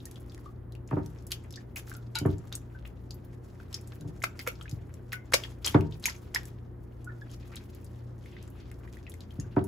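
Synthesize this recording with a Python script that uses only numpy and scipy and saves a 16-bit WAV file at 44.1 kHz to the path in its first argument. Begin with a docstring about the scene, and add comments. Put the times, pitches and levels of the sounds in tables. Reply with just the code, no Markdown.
"""Raw fish pressed into seasoning paste

Hands press a scored fish into wet paste on a ribbed plastic tray in a kitchen. Air pockets pop as
short rising rings with noise bursts; peeling, sliding and squelching are clicks and noise through
resonances. Thuds ring the tray; steady tones hum over a dull noise rumble. Two close microphone ports
hear it all, with near echoes and a kitchen tail."""
import sys
import numpy as np
from scipy import signal
from scipy.fft import rfft, irfft, next_fast_len
from scipy.io import wavfile

SR = 44100
rng = np.random.default_rng(int(sys.argv[2]) if len(sys.argv) > 2 else 0)


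def to_wav(sig):
    """Store sig (one row per channel, or 1-D mono) as 16-bit WAV at the path in sys.argv[1].

    Samples outside -1..1 are clipped; the rate is SR.
    """
    pcm = np.clip(np.atleast_2d(sig), -1, 1) * 32767
    pcm = np.round(pcm).astype(np.int16)
    wavfile.write(sys.argv[1], SR, pcm.T)  # frames by channels


N = 426447
SIZE = next_fast_len(N + SR)
HZ = np.arange(SIZE // 2 + 1) * SR / SIZE + 1e-3   # offset keeps log and division finite

# Patches of paste peeling off the tray. Each row: start in seconds, relative level in dB,
# length in seconds, brightness in dB per octave, level of the sizzle left behind in dB.
PEELS = [(1.306, -35.5, 0.033, 1, -68), (1.759, -36.5, 0.046, 0.5, -61), (1.87, -50.5, 0.021, -2, -60.5),
         (2.15, -37, 0.052, -4.5, -56), (2.517, -51, 0.067, -6, -91), (2.85, -52.5, 0.032, 4.5, -68),
         (3.728, -54, 0.056, -1, -81), (4.237, -20.5, 0.011, -3, -65), (4.391, -38.5, 0.024, -3.5, -62),
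         (4.463, -39, 0.043, -5, -69), (5.12, -37, 0.031, -0.5, -69), (5.32, -39.5, 0.047, -6, -64),
         (5.335, -17, 0.017, 0.5, -44.5), (5.645, -30.5, 0.061, -0.5, -42.5), (6.023, -47.5, 0.14, 2, -50),
         (6.052, -45, 0.0058, -4.5, -57), (6.342, -34.5, 0.037, -3.5, -47), (7.517, -56, 0.068, -13, -96), ]


def from_db(db):
    """Decibels to an amplitude factor."""
    return 10 ** (np.asarray(db) / 20)


def rms_one(x):
    """Scales to unit rms."""
    return x / np.sqrt(np.mean(x ** 2) + 1e-20)


def at_hz(points, hz):
    """Interpolates (Hz, value) rows over log frequency."""
    points = np.array(points)
    return np.interp(np.log(hz), np.log(points[:, 0]), points[:, 1])


def add(out, start_s, piece):
    """Mixes a short sound in at a time."""
    i = round(start_s * SR)
    out[i:i + len(piece)] += piece[:N - i]


def band_filter(order, low_hz, high_hz):
    """Butterworth band-pass sections."""
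    return signal.butter(order, [low_hz, high_hz], "band", fs=SR, output="sos")


def drift(rate_hz):
    """Slow random curve of unit rms: low-passed noise, computed every 40 samples."""
    r = np.exp(-80 * np.pi * rate_hz / SR)
    noise = rng.standard_normal(N // 40 + 2002)
    slow = signal.lfilter([1], [1, -2 * r, r * r], noise)[2000:]   # drops the filter's start-up
    return np.interp(np.arange(N) / 40, np.arange(len(slow)), rms_one(slow))


def ring(clicks, hz, t60_s):
    """Two-pole resonance: a unit click starts a decaying sine of height 1."""
    r = from_db(-60 / (t60_s * SR))
    w = 2 * np.pi * hz / SR
    return signal.lfilter([0, np.sin(w)], [1, -2 * r * np.cos(w), r * r], clicks + 1e-18)


def chance_clicks(per_s, spread_db):
    """Clicks at random moments, sizes of a long-tailed spread; mean power about 1."""
    sizes_db = spread_db * np.minimum(rng.exponential(1, N), 5)
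    sizes = rms_one(from_db(sizes_db) * rng.choice([-1, 1], N))
    return sizes * (rng.random(N) < per_s / SR) * np.sqrt(SR / per_s)


def snaps(clicks, tilt_db, cycles, patchy_db, low_hz):
    """Clicks are dealt to pockets of 18 pitches; each swells and rings, and like sizes come and go together.

    tilt_db is in dB per octave."""
    pitches_hz = np.geomspace(low_hz, 15000, 18)
    dealt = rng.integers(0, 18, N)
    patches = [drift(19) for _ in range(6)]
    out = 0
    for k, hz in enumerate(pitches_hz):
        t60_s = cycles / hz
        once = ring(clicks * (dealt == k), hz, t60_s)
        pocket = ring(once, hz, t60_s) * (hz / cycles / SR) ** 1.461   # second ring gives the swell
        level_db = tilt_db * np.log2(hz / 4000) + patchy_db * patches[k // 3] + 30.5
        out = out + from_db(level_db) * pocket
    return out


def diffuse(pair):
    """Two unrelated spectra become left and right, with a set correlation at each pitch."""
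    # Each row: frequency in Hz, left-right correlation from 0 to 1.
    likeness = [(60, 0.93), (250, 0.82), (600, 0.037), (2000, 0.4), (5000, 0.16), (10000, 0.88)]
    alike = np.clip(at_hz(likeness, HZ), 0, 1)
    common = np.sqrt(1 + alike) * pair[0]
    opposed = np.sqrt(1 - alike) * pair[1] * [[1], [-1]]
    return irfft((common + opposed) / np.sqrt(2), SIZE)[:, :N]


def rumble():
    """Steady room noise, heavy in the bass."""
    # Spectrum shape. Each row: frequency in Hz, relative density in dB.
    spectrum = [(15, -46), (25, 6), (118, -10.5), (167, -8.5), (368, -12.5), (651, -23), (1930, -37),
                (2460, -47.5), (7110, -65), (9080, -58.5), (10700, -53.5), (13300, -62), (15200, -47),
                (16500, -77.5)]
    noise = rfft(rng.standard_normal((2, SIZE))) * from_db(at_hz(spectrum, HZ))
    return from_db(-46.5) * rms_one(diffuse(noise))


def hum(waver_db, waver_hz):
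    """Appliance motor tones that waver a little in level and pitch."""
    # Each row: frequency in Hz, rms level in dB, both before waver.
    tones = [(59.2, -52.5), (86.1, -52.5), (118.4, -48.5), (355.3, -64)]
    out = 0
    for hz, db in tones:
        level = np.sqrt(2) * from_db(db + waver_db * drift(2.9))
        cycles = np.cumsum(hz + waver_hz * drift(3.07)) / SR
        out = out + level * np.sin(2 * np.pi * cycles)
    return out


def kitchen(x, gap_s):
    """Echo tail: noise in octave bands, each with its own decay, from the first wall echo on."""
    # Each row: frequency in Hz, decay time t60 in seconds.
    room_t60 = [(100, 0.52), (1000, 0.26), (4000, 0.21), (12000, 0.14)]
    t = np.arange(SR // 2) / SR
    tail = 0
    white = rng.standard_normal((2, len(t)))
    for low_hz in 60 * 2. ** np.arange(8):
        octave = signal.sosfilt(band_filter(2, low_hz, 2 * low_hz), white)
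        tail = tail + octave * from_db(-60 * t / at_hz(room_t60, low_hz * np.sqrt(2)))
    tail = tail * (t > gap_s) / np.sqrt(np.sum(tail ** 2) / 2)
    return diffuse(rfft(tail, SIZE) * rfft(x, SIZE))


def near_echoes(x, level_db, t60_s):
    """Hands and tray ribs throw back brief dense echoes, opposite in sign at the two ports."""
    t = np.arange(SR // 30) / SR
    echoes = rng.standard_normal(len(t)) * from_db(-60 * t / t60_s)
    echoes = signal.sosfilt(band_filter(3, 450, 6000), echoes)
    echoes = from_db(level_db) * echoes / np.sqrt(np.sum(echoes ** 2))
    return signal.fftconvolve(echoes, x)[:N] * [[1], [-1]]


def scrapes():
    """Slow strokes of skin over the ribs: lumpy band noise that swells, climbs in pitch and fades."""
    # Each row: start in seconds, level in dB, starting centre in Hz, length in seconds.
    strokes = [(8.241, -65, 2260, 0.22), (8.508, -68, 2400, 0.2)]
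    climb, grain_db = 0.3, 3.0   # share of pitch gained over a stroke; unevenness
    out = np.zeros(N)
    for start_s, db, hz, length_s in strokes:
        part = np.arange(round(length_s * SR)) / (length_s * SR)
        band = band_filter(2, hz / np.sqrt(2), hz * np.sqrt(2))
        noise = rms_one(signal.sosfilt(band, rng.standard_normal(N // 4)))
        read_at = len(part) * part * (1 + climb * part / 2)   # ever faster reading lifts the pitch
        noise = np.interp(read_at, np.arange(len(noise)), noise)
        add(out, start_s, from_db(db) * noise * np.sin(np.pi * part))
    return out * from_db(grain_db * drift(30))


def slide_db(s):
    """Relative level of the fish sliding in the paste at given times."""
    # Each row: time in seconds, relative level in dB.
    slide = [(0.0, -70.5), (0.48, -69), (0.75, -103), (0.91, -67.5), (1.55, -73), (2.15, -77.5),
             (2.39, -67), (2.94, -77.5), (3.85, -68), (4.47, -69.5), (5.25, -74.5), (5.57, -69),
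             (6.27, -68), (6.68, -81.5), (7.46, -67), (8.0, -71.5), (8.54, -70.5), (9.67, -69.5)]
    return np.interp(s, *np.transpose(slide))


def tearing(per_s, spread_db, cycles, clump_db, click_db, swish_db, grain_db):
    """Smear of wet friction with small films snapping in clumps; flares after each peel, then dies away."""
    tilt_db = -3   # per octave
    rise_s, sizzle_t60_s = 0.016, 0.38   # stretched films go on tearing after each patch
    level = from_db(slide_db(np.arange(N) / SR))
    t = np.arange(SR // 2) / SR
    for start_s, *_, sizzle_db in PEELS:
        flare = from_db(sizzle_db - 60 * t / sizzle_t60_s)
        add(level, start_s, flare * np.minimum(t / rise_s, 1) ** 2)
    clicks = chance_clicks(per_s, spread_db) * from_db(click_db + clump_db * drift(10))
    smear = from_db(swish_db * drift(2.1) + grain_db * drift(34)) * rng.standard_normal(N)
    return snaps(level * (clicks + smear), tilt_db, cycles, patchy_db=6.0, low_hz=1090)


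def squelches(width, tail, sag_per_s):
    """Air squeezed through a wet gap: one cavity resonance, part breathy, part clear; fast swell, then fade."""
    # Each row: start in seconds, level in dB, cavity in Hz, fade time in seconds, clearness 0 to 1.
    gaps = [(0.063, -53, 1855, 0.012, 0.44), (0.457, -49.5, 1190, 0.031, 0.1),
            (1.571, -44, 1790, 0.015, 0.18), (1.94, -51, 1410, 0.041, 0.2),
            (2.154, -35.5, 1448, 0.029, 0.54), (2.153, -33.5, 3970, 0.025, 0.66),
            (2.155, -38.5, 2800, 0.019, 0.3), (2.156, -37.5, 898, 0.017, 0.7),
            (2.157, -44.5, 2270, 0.036, 0.7), (2.2, -55, 3060, 0.057, 0.3), (2.747, -52, 1530, 0.027, 0.37),
            (4.474, -25.5, 496, 0.0088, 0.55), (4.489, -46, 2740, 0.016, 0.6),
            (5.137, -38.5, 1490, 0.024, 1), (5.133, -46.5, 2130, 0.054, 0.3),
            (5.341, -12.5, 540, 0.0036, 0.88), (6.075, -34.5, 973, 0.01, 0.5),
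            (6.355, -28, 918, 0.0098, 0.04), (7.066, -43, 1440, 0.041, 0.33),
            (7.09, -49.5, 1775, 0.024, 0.18), (7.212, -39.5, 1696, 0.012, 0.5),
            (7.213, -63, 3450, 0.019, .3), (9.074, -52, 1960, 0.012, 0.3), (9.406, -57, 2760, 0.014, .5),
            (9.441, -54.5, 1500, 0.012, 0)]
    out = np.zeros(N)
    t = np.arange(SR // 5) / SR
    noises = rng.standard_normal((len(gaps), len(t)))
    for (start_s, db, hz, fade_s, clear), noise in zip(gaps, noises):
        t60_s = 2.4 / (width * hz)
        breath = rms_one(ring(ring(noise, hz, t60_s), hz, t60_s))
        clear = np.clip(clear, 0, 1)
        cavity = (1 - clear) * breath + clear * np.sqrt(2) * np.sin(2 * np.pi * hz * t)
        cavity = np.interp(t * (1 - sag_per_s * t), t, cavity)   # the gap widens, the pitch sags
        envelope = np.minimum(t / 0.0028, 1) * np.exp(-(t / fade_s) ** tail)
        add(out, start_s, from_db(db) * cavity * envelope)
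    return out


def rips(per_s, spread_db, cycles):
    """A broad patch of paste peels off the tray at once: a dense, ragged run of snaps."""
    level, tilt_db = np.zeros(N), np.zeros(N)
    for start_s, db, length_s, row_tilt_db, _ in PEELS:
        part = np.arange(round(length_s * SR)) / (length_s * SR)
        add(level, start_s, from_db(db) * np.sqrt(np.sin(np.pi * part ** 0.22)))
        tilt_db[round(start_s * SR):] = row_tilt_db   # holds until the next patch
    clicks = level * chance_clicks(per_s, spread_db)
    return snaps(clicks, tilt_db, cycles, patchy_db=6.0, low_hz=1390) * from_db(-1.5)


def thuds(push_db, modes_db, slap_db):
    """A soft blow rings the flesh-damped tray; bending waves bring highs first, so each thud falls in pitch."""
    # The fish dropping or shifting. Each row: time in seconds, level in dB,
    # contact hardness in Hz, damping t60 in seconds.
    blows = [(.911, -24, 2150, 0.042), (.926, -12, 587, 0.079), (.966, -15, 617, 0.15),
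             (2.21, -17, 240, 0.27), (2.252, -11, 644, 0.11), (2.282, -10, 170, 0.11),
             (3.999, -24.5, 150, 0.44), (4.045, -24, 272, 0.2), (4.083, -20.5, 194, 0.067),
             (4.722, -17.5, 146, 0.071), (5.744, -5.5, 930, 0.11), (5.789, -24, 497, 0.24),
             (9.384, -11.5, 119, 0.095), (9.565, -9, 700, 0.11)]
    # Tray modes. Each row: frequency in Hz, relative level in dB, t60 in seconds before damping.
    modes = [(118.6, 4.5, 0.71), (157, -1, 0.39), (231.5, -7, 1), (291.7, -1, 1), (375.2, -2, 0.14),
             (932, -6.5, 1)]
    spread = 0.1892   # travel time in s = spread / sqrt(Hz)
    out = np.zeros(N)
    t = np.arange(SR // 2) / SR
    hz = np.fft.rfftfreq(SR, 1 / SR)
    lead_s = spread / np.sqrt(1500)   # a row's time is that of the 1500 Hz arrival
    travel = np.exp(-2j * np.pi * (2 * spread * np.sqrt(hz) - lead_s * hz))
    chance = rng.standard_normal((len(blows), len(modes) + len(t)))
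    for (start_s, db, hard_hz, damped_s), row in zip(blows, chance):
        body = from_db(slap_db) * row[len(modes):]   # wet flesh settling down
        for (mode_hz, level_db, t60_s), luck in zip(modes, row):
            decay = from_db(level_db + modes_db + 2 * luck - 60 * t / t60_s)
            body += decay * np.sin(2 * np.pi * mode_hz * t)
        body *= from_db(-60 * t / damped_s)
        body[0] += from_db(push_db) * SR / hard_hz   # the push itself
        soft = 1 / (1 + (hz / hard_hz) ** 2) / (1 + (hz / hard_hz / 5) ** 4)
        soft = soft / (1 + (hz / 2400) ** 6) / (1 + (95 / (hz + 1)) ** 6)
        add(out, start_s, from_db(db) * irfft(rfft(body, SR) * soft * travel)[:len(t)])
    return out


def faint_pops():
    """Pop rows at random times and pitches, as strong as the sliding makes them."""
    per_s, low_hz, high_hz = 10, 1490, 9700
    over_slide_db, spread_db, mean_tick_db = 9, 5, -11
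    when, size, pitch, tick = rng.random((round(per_s * N / SR), 4)).T
    start_s = when * N / SR
    db = slide_db(start_s) + over_slide_db - spread_db * np.log(1 - .99 * size)
    hz = low_hz * (high_hz / low_hz) ** pitch
    return list(zip(start_s, db, hz, mean_tick_db + 20 * (tick - .5)))


def pops(cycles, rise_cycles, splash_db, splash_t60_s, tick_t60_s):
    """Each pocket swells, rings with rising pitch and lingers; its bursting film adds a tick and a splash."""
    # The clearest pops. Each row: start in seconds, level in dB, pocket pitch in Hz,
    # bright tick in dB relative to the row's level.
    clear_pops = [(0.003, -42.5, 3660, -12), (0.0548, -27, 8650, 2.5), (0.1118, -39.5, 7950, 8),
                  (0.1578, -39, 3280, 0), (0.2049, -45, 10060, -20), (0.2968, -41.5, 4660, -14),
                  (0.3202, -44, 3350, 0), (0.3772, -44, 1830, 5.5), (0.7218, -46.5, 3860, 8.5),
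                  (0.7513, -42, 2670, 3), (0.8759, -40.5, 6700, -4), (1.0606, -45.5, 8850, 16.5),
                  (1.2676, -29.5, 9000, -5), (1.3178, -18.5, 4560, 7), (1.3216, -20, 3030, -25),
                  (1.5069, -41, 5100, 12), (1.5251, -37, 5100, 6), (1.539, -35.5, 3700, -25),
                  (1.5585, -29.5, 4740, -4), (1.7619, -25.5, 2410, -15), (1.7715, -28.5, 6150, -10),
                  (1.9157, -31, 1490, -23), (1.939, -35.5, 7400, -16), (1.9669, -35, 11200, -2),
                  (2.1544, -19, 4600, 3), (2.1867, -22.5, 4650, 8), (2.2608, -35.5, 9700, 2),
                  (2.305, -46.5, 3500, -20), (2.3825, -41, 7150, -8), (2.5257, -25, 3670, 2),
                  (2.5528, -18.5, 8070, -28), (3.1074, -29.5, 4560, -2), (3.1433, -37, 11800, -8),
                  (3.2483, -40, 13500, -16), (3.6001, -39.5, 1460, -24), (3.7092, -55, 5250, 0),
                  (3.7282, -36, 5460, 9), (3.743, -19, 5140, -3), (3.8743, -35, 8100, -14),
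                  (4.0093, -45, 3820, 11), (4.2193, -29, 2030, -9), (4.2258, -30, 6600, 1),
                  (4.2393, -23.5, 4560, -11), (4.2396, -21, 1990, 8.5), (4.3925, -30, 2100, -15),
                  (4.3921, -27.5, 4770, -28), (4.4063, -33, 2020, -23), (4.4735, -23, 1330, -20),
                  (4.474, -20.5, 2170, 8), (4.4865, -28.5, 2200, 6), (4.555, -45, 5000, -8),
                  (4.6112, -34, 3140, -8), (4.6114, -37.5, 1280, -20), (4.626, -38, 7800, -7),
                  (4.656, -36, 1640, -30), (4.679, -37, 2400, -37), (4.6946, -34, 6430, 3),
                  (4.7125, -37, 4800, 9), (4.9402, -42, 7340, 8.5), (5.122, -32.5, 2250, -7),
                  (5.1305, -20, 1830, 3), (5.3358, -6.5, 2190, -13.5), (5.3402, -4.5, 4910, 4.5),
                  (5.3466, -20.5, 4500, -6), (5.4368, -23, 3170, -28), (5.45, -35.5, 1800, -20),
                  (5.649, -19.5, 4200, -27), (5.6622, -13, 8430, 3.5), (5.6728, -14.5, 3110, -12),
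                  (5.7453, -27, 3400, -16), (5.8084, -33.5, 2650, 4), (5.9236, -35, 3550, -34.5),
                  (6.0398, -22.5, 3930, 0), (6.056, -13.5, 2300, 8.5), (6.0614, -12, 6270, -6),
                  (6.0848, -21.5, 1950, -22), (6.0977, -23.5, 4980, -17), (6.1629, -40.5, 6030, -10),
                  (6.347, -16, 5040, 4), (6.3596, -12, 1834, -20), (6.4542, -36, 7570, 6),
                  (7.0449, -40, 7800, 3), (7.212, -49, 5020, -14), (7.296, -49, 3100, -12),
                  (7.3139, -42, 6500, 7.5), (7.5572, -32, 8050, 4.5), (7.5662, -29, 3750, -30),
                  (7.7483, -40, 11100, -1), (7.845, -36, 8500, -13), (8.259, -42.5, 2074, 0),
                  (8.3662, -37.5, 1950, -31), (8.3665, -46, 3400, -20), (8.4263, -47, 8380, 12),
                  (8.4771, -45, 7350, -6), (8.5016, -41, 11750, -12), (8.6056, -52, 4400, -15),
                  (8.7143, -42.5, 2080, 11.5), (8.876, -41.5, 1870, -6), (8.9694, -40.5, 1850, 1),
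                  (9.0665, -36, 2540, -26.5), (9.0969, -31.5, 9400, -10), (9.1182, -44.5, 3440, 11),
                  (9.1396, -42.5, 2060, 10), (9.206, -38.5, 3960, 4), (9.307, -43, 3100, -4),
                  (9.398, -45, 1750, -20), (9.3991, -27.5, 6470, -38), (9.641, -31, 9500, -30)]
    linger_db, linger_t60_s, linger_spread_db = -18.5, .045, 2   # the emptied pocket rings on faintly
    crack_db = -2.5   # sharp snap at the start of the tick, re the tick
    out = np.zeros(N)
    t = np.arange(SR // 18) / SR
    rows = clear_pops + faint_pops()
    noise = rng.standard_normal((len(rows), 2, len(t)))
    bright = band_filter(2, 5500, 13000)
    click = 1. * (np.arange(len(t)) == SR // 1000)   # 1 ms in
    snap = signal.sosfilt(band_filter(2, 1700, 14000), click)
    for (start_s, db, hz, tick_db), (hiss, spray) in zip(rows, noise):
        swell = 1 - np.exp(-(t * hz / max(rise_cycles, 1)) ** 2)
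        rising = np.sin(2 * np.pi * hz * t * (1 + 0.0013 * hz * t))
        tone = rising * from_db(6.0 - 60 * t * hz / cycles) * swell
        fade = from_db(linger_db + linger_spread_db * hiss[0] - 60 * t / linger_t60_s)
        tone += np.sin(2 * np.pi * hz * 1.03 * t) * fade * swell
        burst = hiss * np.minimum(t / 0.0023, 1) * from_db(-60 * t / tick_t60_s)
        tick = from_db(tick_db) * signal.sosfilt(bright, burst)
        tick += from_db(tick_db + crack_db) * snap
        wide = band_filter(2, hz / 1.354, min(hz * 1.58, 16000))
        spray_fade = from_db(-60 * t / splash_t60_s * np.sqrt(max(hz / 4000, 1)))   # faster when high
        splash = from_db(splash_db) * signal.sosfilt(wide, spray * swell * spray_fade)
        add(out, start_s, from_db(db) * (tone + tick + splash))
    return out


def scene():
    """Paste and tray sounds, their echoes, and the background."""
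    paste = pops(cycles=13.76, rise_cycles=1.62, splash_db=-11.0, splash_t60_s=0.066, tick_t60_s=0.0085)
    paste = paste + rips(per_s=4500, spread_db=4.5, cycles=4.1)
    paste = paste + squelches(width=0.094, tail=1.4, sag_per_s=0.12)
    paste = paste + tearing(per_s=150, spread_db=-0.5, cycles=2.4, clump_db=5.5, click_db=-6.5,
                            swish_db=0.0, grain_db=2.5)
    paste = paste + scrapes()
    tray = thuds(push_db=-19.0, modes_db=-7.5, slap_db=1.7)
    near = near_echoes(paste + tray, level_db=-9.0, t60_s=0.11)
    room = kitchen(from_db(-10.5) * paste + from_db(-7.0) * tray, gap_s=0.0026)
    return paste + tray + near + room + hum(waver_db=2.5, waver_hz=0.88) + rumble()


def record(dry):
    """The ports differ in level and treble phase; bass is cut, peaks are rounded, the top is cut."""
    # Each row: frequency in Hz, left minus right in dB.
    balance = [(60, 3), (240, -1), (950, 0), (3770, 3), (15000, -1)]
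    lag_s, lag_from_hz = .000222, 6750   # treble reaches the left port later
    phase = 2 * np.pi * lag_s * np.maximum(HZ - lag_from_hz, 0)
    half = from_db(at_hz(balance, HZ) / 2) * np.exp(-.5j * phase)
    bass_cut = 1 / (1 + (44 / HZ) ** 6)
    ports = irfft(rfft(dry, SIZE) * [half, 1 / half] * bass_cut, SIZE)[:, :N]
    rounded = .85 * np.tanh(ports / .85)
    return signal.sosfilt(signal.cheby2(14, 80, 16700, fs=SR, output="sos"), rounded)


dry = scene()
out = record(dry)
to_wav(out)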